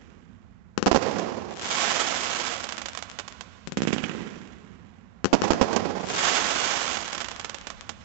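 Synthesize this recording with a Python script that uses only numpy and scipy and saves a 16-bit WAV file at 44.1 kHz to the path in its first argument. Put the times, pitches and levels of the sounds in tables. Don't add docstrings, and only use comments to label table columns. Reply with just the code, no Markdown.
import sys
import numpy as np
from scipy import signal
from scipy.fft import rfft, irfft, next_fast_len
from scipy.io import wavfile

SR = 44100
rng = np.random.default_rng(int(sys.argv[2]) if len(sys.argv) > 2 else 0)


def bounce(signal):
    frames = np.transpose(np.atleast_2d(signal))
    limited = np.clip(frames, -1, 1)
    pcm = np.round(limited * 32767).astype(np.int16)
    wavfile.write(sys.argv[1], SR, pcm)


N = 354563
LEAD = SR
TOP_HZ = 7800
LIFT_LAG_S = .098

# (near time [s], thump [dB], gas blast [dB])
LIFTS = [(-.9, -3, -3), (-.85, -3, -2), (-.79, -2.5, -1), (-.73, -2.5, 0), (3.6742, -.5, -2),
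         (3.7220, 0, -3), (3.7762, 1, .5), (3.8332, 1, 2.5)]
# (near time [s], near level [dB], far time [s], far level [dB],
# wall delay [s], house delay [s], house echo [dB])
BURSTS = [(.7776, 2, .8669, 11, .004, .158, -15), (.8269, 2, .9141, 10, .003, .198, -19),
          (.8610, 0, .9467, 8, .0036, .238, -14.5), (.8772, 0, .9595, 8, .0038, .235, -16),
          (5.2447, 3.5, 5.3298, 12, .0035, .11, -15), (5.2560, 3.5, 5.3362, 11, .0043, .143, -16),
          (5.4190, 2, 5.5054, 11, .0032, .224, -13), (5.5336, -2, 5.6129, 13, .0039, .149, -8)]
# (ignition at far microphone [s], peak activity [dB], burn [s])
CLOUDS = [(1.585, 1.5, .73), (6.07, 3, .65)]
# (ignition at far microphone [s], relative level [dB])
LATE_STARS = [(2.64, -19), (2.689, -19), (2.722, -18), (2.779, -19), (2.816, -21), (2.857, -17),
              (2.884, -23), (2.949, -22), (2.973, -18), (2.988, -25), (3.024, -20), (3.187, -18),
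              (3.196, -20), (3.278, -22), (3.408, -22), (6.969, -16), (7.078, -20), (7.129, -18),
              (7.148, -18), (7.178, -18), (7.203, -18), (7.21, -18), (7.216, -19), (7.244, -19),
              (7.284, -20), (7.313, -22), (7.396, -20), (7.445, -17), (7.495, -20), (7.544, -20),
              (7.669, -20), (7.701, -21), (7.892, -17)]

# (frequency [Hz], level [dB])
RUMBLE_TONE = [(25, -21), (70, 2), (100, 1.5), (140, -10), (185, 0), (230, -2), (300, -16), (450, -22),
               (1600, -25), (3900, -44), (7500, -44)]
# (frequency [Hz], level [dB])
FIZZ_TONE = [(100, -20), (500, -6), (1000, -2), (1700, 1), (3100, -4), (4300, -15), (6000, -11.5),
             (7500, -15)]
# (frequency [Hz], level [dB])
GAS_TONE = [(200, -14), (600, -9), (1000, -9), (1700, 0), (2500, -4), (3500, 0), (4400, -8), (5200, -3),
            (7500, -4)]
# (frequency [Hz], level [dB])
LIFT_TONE = [(30, -28), (110, -11), (170, 0), (240, 2), (450, -5.5), (800, -15), (1600, -13), (3200, -17),
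             (4500, -22), (7500, -20)]
# (frequency [Hz], level [dB])
STAR_TONE = [(40, -20), (130, -11), (220, 0), (380, -3.5), (520, -1.5), (1050, .4), (2000, -2.5),
             (3400, -3), (4300, -7.5), (7500, -3.7)]
# (frequency [Hz], level [dB])
BURST_TONE = [(30, -30), (100, -6), (140, -8), (200, 1.5), (500, 1.5), (850, -1.5), (1400, -9.5),
              (3000, -15.5), (4000, -18), (5200, -15), (7500, -16.5)]

# (delay [s], level [dB], low-pass edge [Hz])
THUMP_FRONTS = [(.004, -16, 1000), (.0145, -3, 250), (.0322, -5, 800), (.1085, -8, 5000), (.164, -13, 3000),
                (.276, -14, 1200), (.334, -17, 900)]
# (delay [s], level [dB])
SPIT_FRONTS = [(.1085, -4), (.164, -14)]
# (close level [dB re houses], close span [s], lull [dB re houses],
# houses' onset [s], build-up [s], tone (frequency [Hz], level [dB]))
NEAR_ROLL = dict(close_db=9, close_s=.04, lull_db=-8, houses_s=.15, build_s=.17, tone=[(200, 0), (450, -3),
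             (1000, -7), (3000, -6), (7500, -9)])
FAR_ROLL = dict(close_db=2.5, close_s=.045, lull_db=-8.5, houses_s=.09, build_s=.02, tone=[(200, 0),
            (450, -2.8), (1000, -2.5), (3000, -4), (7500, -8)])
# (frequency [Hz], t60 [s])
AIR_T60 = [(100, 2.5), (300, 2.3), (1000, 2.1), (3000, 1.9), (7500, 1.7)]


def amp(db):
    return 10 ** (np.asarray(db) / 20)


def along(points, hz):
    knots_hz, values = np.transpose(points)
    return np.interp(np.log(hz + 1), np.log(knots_hz), values)


def filtered(x, response):
    size = next_fast_len(x.shape[-1] + 8192)
    return irfft(rfft(x, size) * response(np.fft.rfftfreq(size, 1 / SR)), size)[..., :x.shape[-1]]


def coloured(x, tone):
    return filtered(x, lambda hz: amp(along(tone, hz)))


def highpass(x, edge_hz):
    return signal.lfilter(*signal.butter(1, edge_hz, "high", fs=SR), x)


def through(x, kernel):
    return signal.fftconvolve(x, kernel)[:len(x)]


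def add(track, at_s, sound):
    part = track[max(LEAD + round(at_s * SR), 0):][:len(sound)]
    part += sound[:len(part)]


def clicks(times_s, levels_db):
    return np.bincount(LEAD + np.round(times_s * SR).astype(int), amp(levels_db), LEAD + N)[:LEAD + N]


def shock(tone, size=4096):
    hz = np.fft.rfftfreq(size, 1 / SR)
    cepstrum = irfft(np.log(amp(along(tone, hz)) / (1 + (hz / TOP_HZ) ** 10)))
    cepstrum[1:size // 2] *= 2
    cepstrum[size // 2 + 1:] = 0
    pulse = irfft(np.exp(rfft(cepstrum)))
    return pulse / pulse.max()


def splash(t60_s):
    t = np.arange(SR // 10) / SR
    noise = rng.standard_normal(len(t)) * amp(-60 * t / t60_s)
    return noise / np.linalg.norm(noise)


def roll(shape, lump_db, lump_s=.009, size=256, frames=520):
    t = np.arange(frames) * size / 2 / SR
    hz = np.fft.rfftfreq(size, 1 / SR)[:, None]
    close = np.clip(1 - t / shape["close_s"], 0, 1)
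    houses = np.clip((t - shape["houses_s"]) / shape["build_s"], 0, 1)
    uneven_db = lump_db * houses * np.interp(t / lump_s, np.arange(frames), rng.standard_normal(frames))
    envelope_db = close * shape["close_db"] + (1 - close - houses) * shape["lull_db"] + uneven_db
    magnitude = amp(envelope_db + along(shape["tone"], hz) - 60 * t / along(AIR_T60, hz))
    phasors = np.exp(2j * np.pi * rng.random((len(hz), frames)))
    tail = signal.istft(magnitude * phasors, SR, nperseg=size)[1]
    return tail / np.linalg.norm(tail)


def background(wind_start_s=6.2, wind_rise_s=1.7, wind_db=-51.5, wind_hz=110):
    rumble = coloured(rng.standard_normal((2, LEAD + N)), RUMBLE_TONE)
    near, far = rumble / rumble.std() * amp([[-60.5], [-48.3]])
    buffet = signal.lfilter(*signal.butter(2, wind_hz, fs=SR), rng.standard_normal(LEAD + N))
    ramp = np.clip((np.arange(-LEAD, N) / SR - wind_start_s) / wind_rise_s, 0, 1)
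    return np.array([near + amp(wind_db) * ramp * buffet / buffet.std(), far])


def comets(rise_s=.05, fade_db_per_s=28.5, sputter_db=4.5,
           rush_db=-20, rush_fade_db_per_s=6, rush_hz=1100):
    burn_power, rush_power = np.zeros((2, LEAD + N))
    t = np.arange(SR + SR // 2) / SR
    onset = 1 - np.exp(-t / rise_s)
    for at_s, db, _ in LIFTS:
        add(burn_power, at_s, (amp(db - fade_db_per_s * t) * onset) ** 2)
        add(rush_power, at_s, (amp(2 * db - rush_fade_db_per_s * t) * onset) ** 2)
    sputter = np.repeat(rng.standard_normal((LEAD + N) // 128 + 1), 128)[:LEAD + N]
    fizz = coloured(rng.standard_normal(LEAD + N) * amp(sputter_db * sputter), FIZZ_TONE)
    rush = filtered(rng.standard_normal(LEAD + N), lambda hz: hz / (1 + (hz / rush_hz) ** 3))
    climb = fizz / fizz.std() * np.sqrt(burn_power)
    climb += amp(rush_db) * rush / rush.std() * np.sqrt(rush_power)
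    return np.array([amp(-57) * climb, amp(-38.5) * np.roll(climb, round(LIFT_LAG_S * SR))])


def spits(t60_s=.035, gain_db=-17, centre_hz=2650, half_width_hz=550):
    far = np.zeros(LEAD + N)
    t = np.arange(SR // 10) / SR
    for at_s, _, blast_db in LIFTS:
        for delay_s, front_db in SPIT_FRONTS:
            noise = rng.standard_normal(len(t))
            band = filtered(noise, lambda hz: 1 / (1 + ((hz - centre_hz) / half_width_hz) ** 2))
            envelope = amp(gain_db + blast_db + front_db - 60 * t / t60_s)
            add(far, at_s + LIFT_LAG_S + delay_s, envelope * band / band.std())
    return np.array([amp(-14) * np.roll(far, -round(LIFT_LAG_S * SR)), far])


def lifts(near_db=-9.5, far_db=1.5, near_roll_db=-8.5, far_roll_db=-10.7,
          near_gas_db=-4.5, far_gas_db=3):
    near, far = np.zeros((2, LEAD + N))
    thump = np.pad(shock(LIFT_TONE), (0, SR + SR // 2))
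    fronts = filtered(thump, lambda hz: sum(
        amp(db) * np.exp(-2j * np.pi * hz * delay_s) / (1 + 1j * hz / edge_hz)
        for delay_s, db, edge_hz in THUMP_FRONTS))
    in_open = thump + amp(near_roll_db) * through(thump, roll(NEAR_ROLL, lump_db=4))
    among_walls = thump + fronts + amp(far_roll_db) * through(thump, roll(FAR_ROLL, lump_db=4))
    for at_s, thump_db, blast_db in LIFTS:
        far_s = at_s + LIFT_LAG_S
        add(near, at_s, amp(thump_db + near_db) * in_open)
        add(far, far_s, amp(thump_db + far_db) * among_walls)
        add(near, at_s, amp(blast_db + near_gas_db) * highpass(splash(t60_s=.05), edge_hz=5500))
        add(far, far_s, amp(blast_db + far_gas_db) * coloured(splash(t60_s=.11), GAS_TONE))
    return np.array([near, far])


def late_stars(fuse_s=.0014, gain_db=7.2):
    return np.array(LATE_STARS) + [fuse_s, gain_db]


def cloud(start_s, peak_db, burn_s, swell_s=.22, swell_db=16, sag_db_per_s=8, die_s=.4, die_db_per_s=75,
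          base_pops_per_s=720, pop_db=-17, spread_db=2.7, clump_db=3.8):
    age_s = np.arange(0, swell_s + burn_s + die_s, 1 / SR)
    burnt_s = age_s - swell_s
    activity_db = (peak_db - swell_db * (np.minimum(burnt_s, 0) / swell_s) ** 2
                   - sag_db_per_s * np.clip(burnt_s, 0, burn_s)
                   - die_db_per_s * np.maximum(burnt_s - burn_s, 0))
    clumps = np.interp(age_s, np.linspace(0, age_s[-1], 120), rng.standard_normal(120))
    popped = np.cumsum(base_pops_per_s * amp(1.2 * activity_db + clump_db * clumps)) / SR
    jitter, strength = rng.standard_normal((4096, 2))[:int(popped[-1])].T
    times_s = np.interp(np.arange(len(jitter)) + jitter, popped, age_s)
    levels_db = pop_db + .5 * np.interp(times_s, age_s, activity_db) + spread_db * strength
    return np.column_stack([start_s + times_s, levels_db])


def crackle(sky_parts=6):
    at_s, db = np.vstack([late_stars()] + [cloud(*row) for row in CLOUDS]).T
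    place = rng.uniform(-1, 1, (8192, 2))[:len(at_s)]
    lag_s = .087 + .005 * place[:, 0]
    wall_s = .0026 + .0012 * place[:, 1]
    far = clicks(at_s, db) + clicks(at_s + wall_s, db - 1)
    for k in range(sky_parts):
        far += amp(-3.5) * through(clicks(at_s[k::sky_parts], db[k::sky_parts]), splash(t60_s=.085))
    far += amp(-12) * through(far, roll(FAR_ROLL, lump_db=2))
    near = clicks(at_s - lag_s, db)
    near += amp(-11.5) * through(near, roll(NEAR_ROLL, lump_db=2))
    near = highpass(near, edge_hz=900)
    pop = shock(STAR_TONE)
    return np.array([amp(-4) * through(near, pop), amp(2.5) * through(far, pop)])


def bursts(ground_s=.0007, brick_db=-6.5, brick_hz=1500, near_roll_db=-12, far_roll_db=-10.5):
    near, far = np.zeros((2, LEAD + N))
    crack = shock(BURST_TONE)
    open_tail = amp(near_roll_db) * signal.fftconvolve(crack, roll(NEAR_ROLL, lump_db=4))
    for near_s, near_db, far_s, far_db, wall_s, house_s, house_db in BURSTS:
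        add(near, near_s, amp(near_db) * crack)
        add(near, near_s + ground_s, amp(near_db - 3) * crack)
        add(near, near_s, amp(near_db) * open_tail)
        bang = amp(far_db) * crack
        for delay_s, db in (0, 0), (wall_s, -1), (2 * wall_s, -13), (.015, -9):
            add(far, far_s + delay_s, amp(db) * bang)
        brick_scatter = highpass(signal.fftconvolve(bang, splash(t60_s=.06)), brick_hz)
        add(far, far_s, amp(brick_db) * brick_scatter)
        add(far, far_s + house_s, amp(house_db) * signal.fftconvolve(bang, splash(t60_s=.05)))
        add(far, far_s, amp(far_roll_db) * signal.fftconvolve(bang, roll(FAR_ROLL, lump_db=4.5)))
    return np.array([near, far])


def scene():
    return (lifts() + comets() + spits() + bursts() + crackle() + background())[:, LEAD:]


def hum_filter(hz, hum_hz=300, feedback=.75, depth=.62):
    delay = np.exp(-2j * np.pi * hz / hum_hz)
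    return 1 - depth * (1 - feedback) / 2 * (1 + delay) / (1 - feedback * delay)


def record(dry, ceiling=.66, hardness=2.5):
    saturated = dry / (1 + np.abs(dry / ceiling) ** hardness) ** (1 / hardness)
    return filtered(saturated, lambda hz: hum_filter(hz) / (1 + (hz / TOP_HZ) ** 120))


dry = scene()
out = record(dry)
bounce(out)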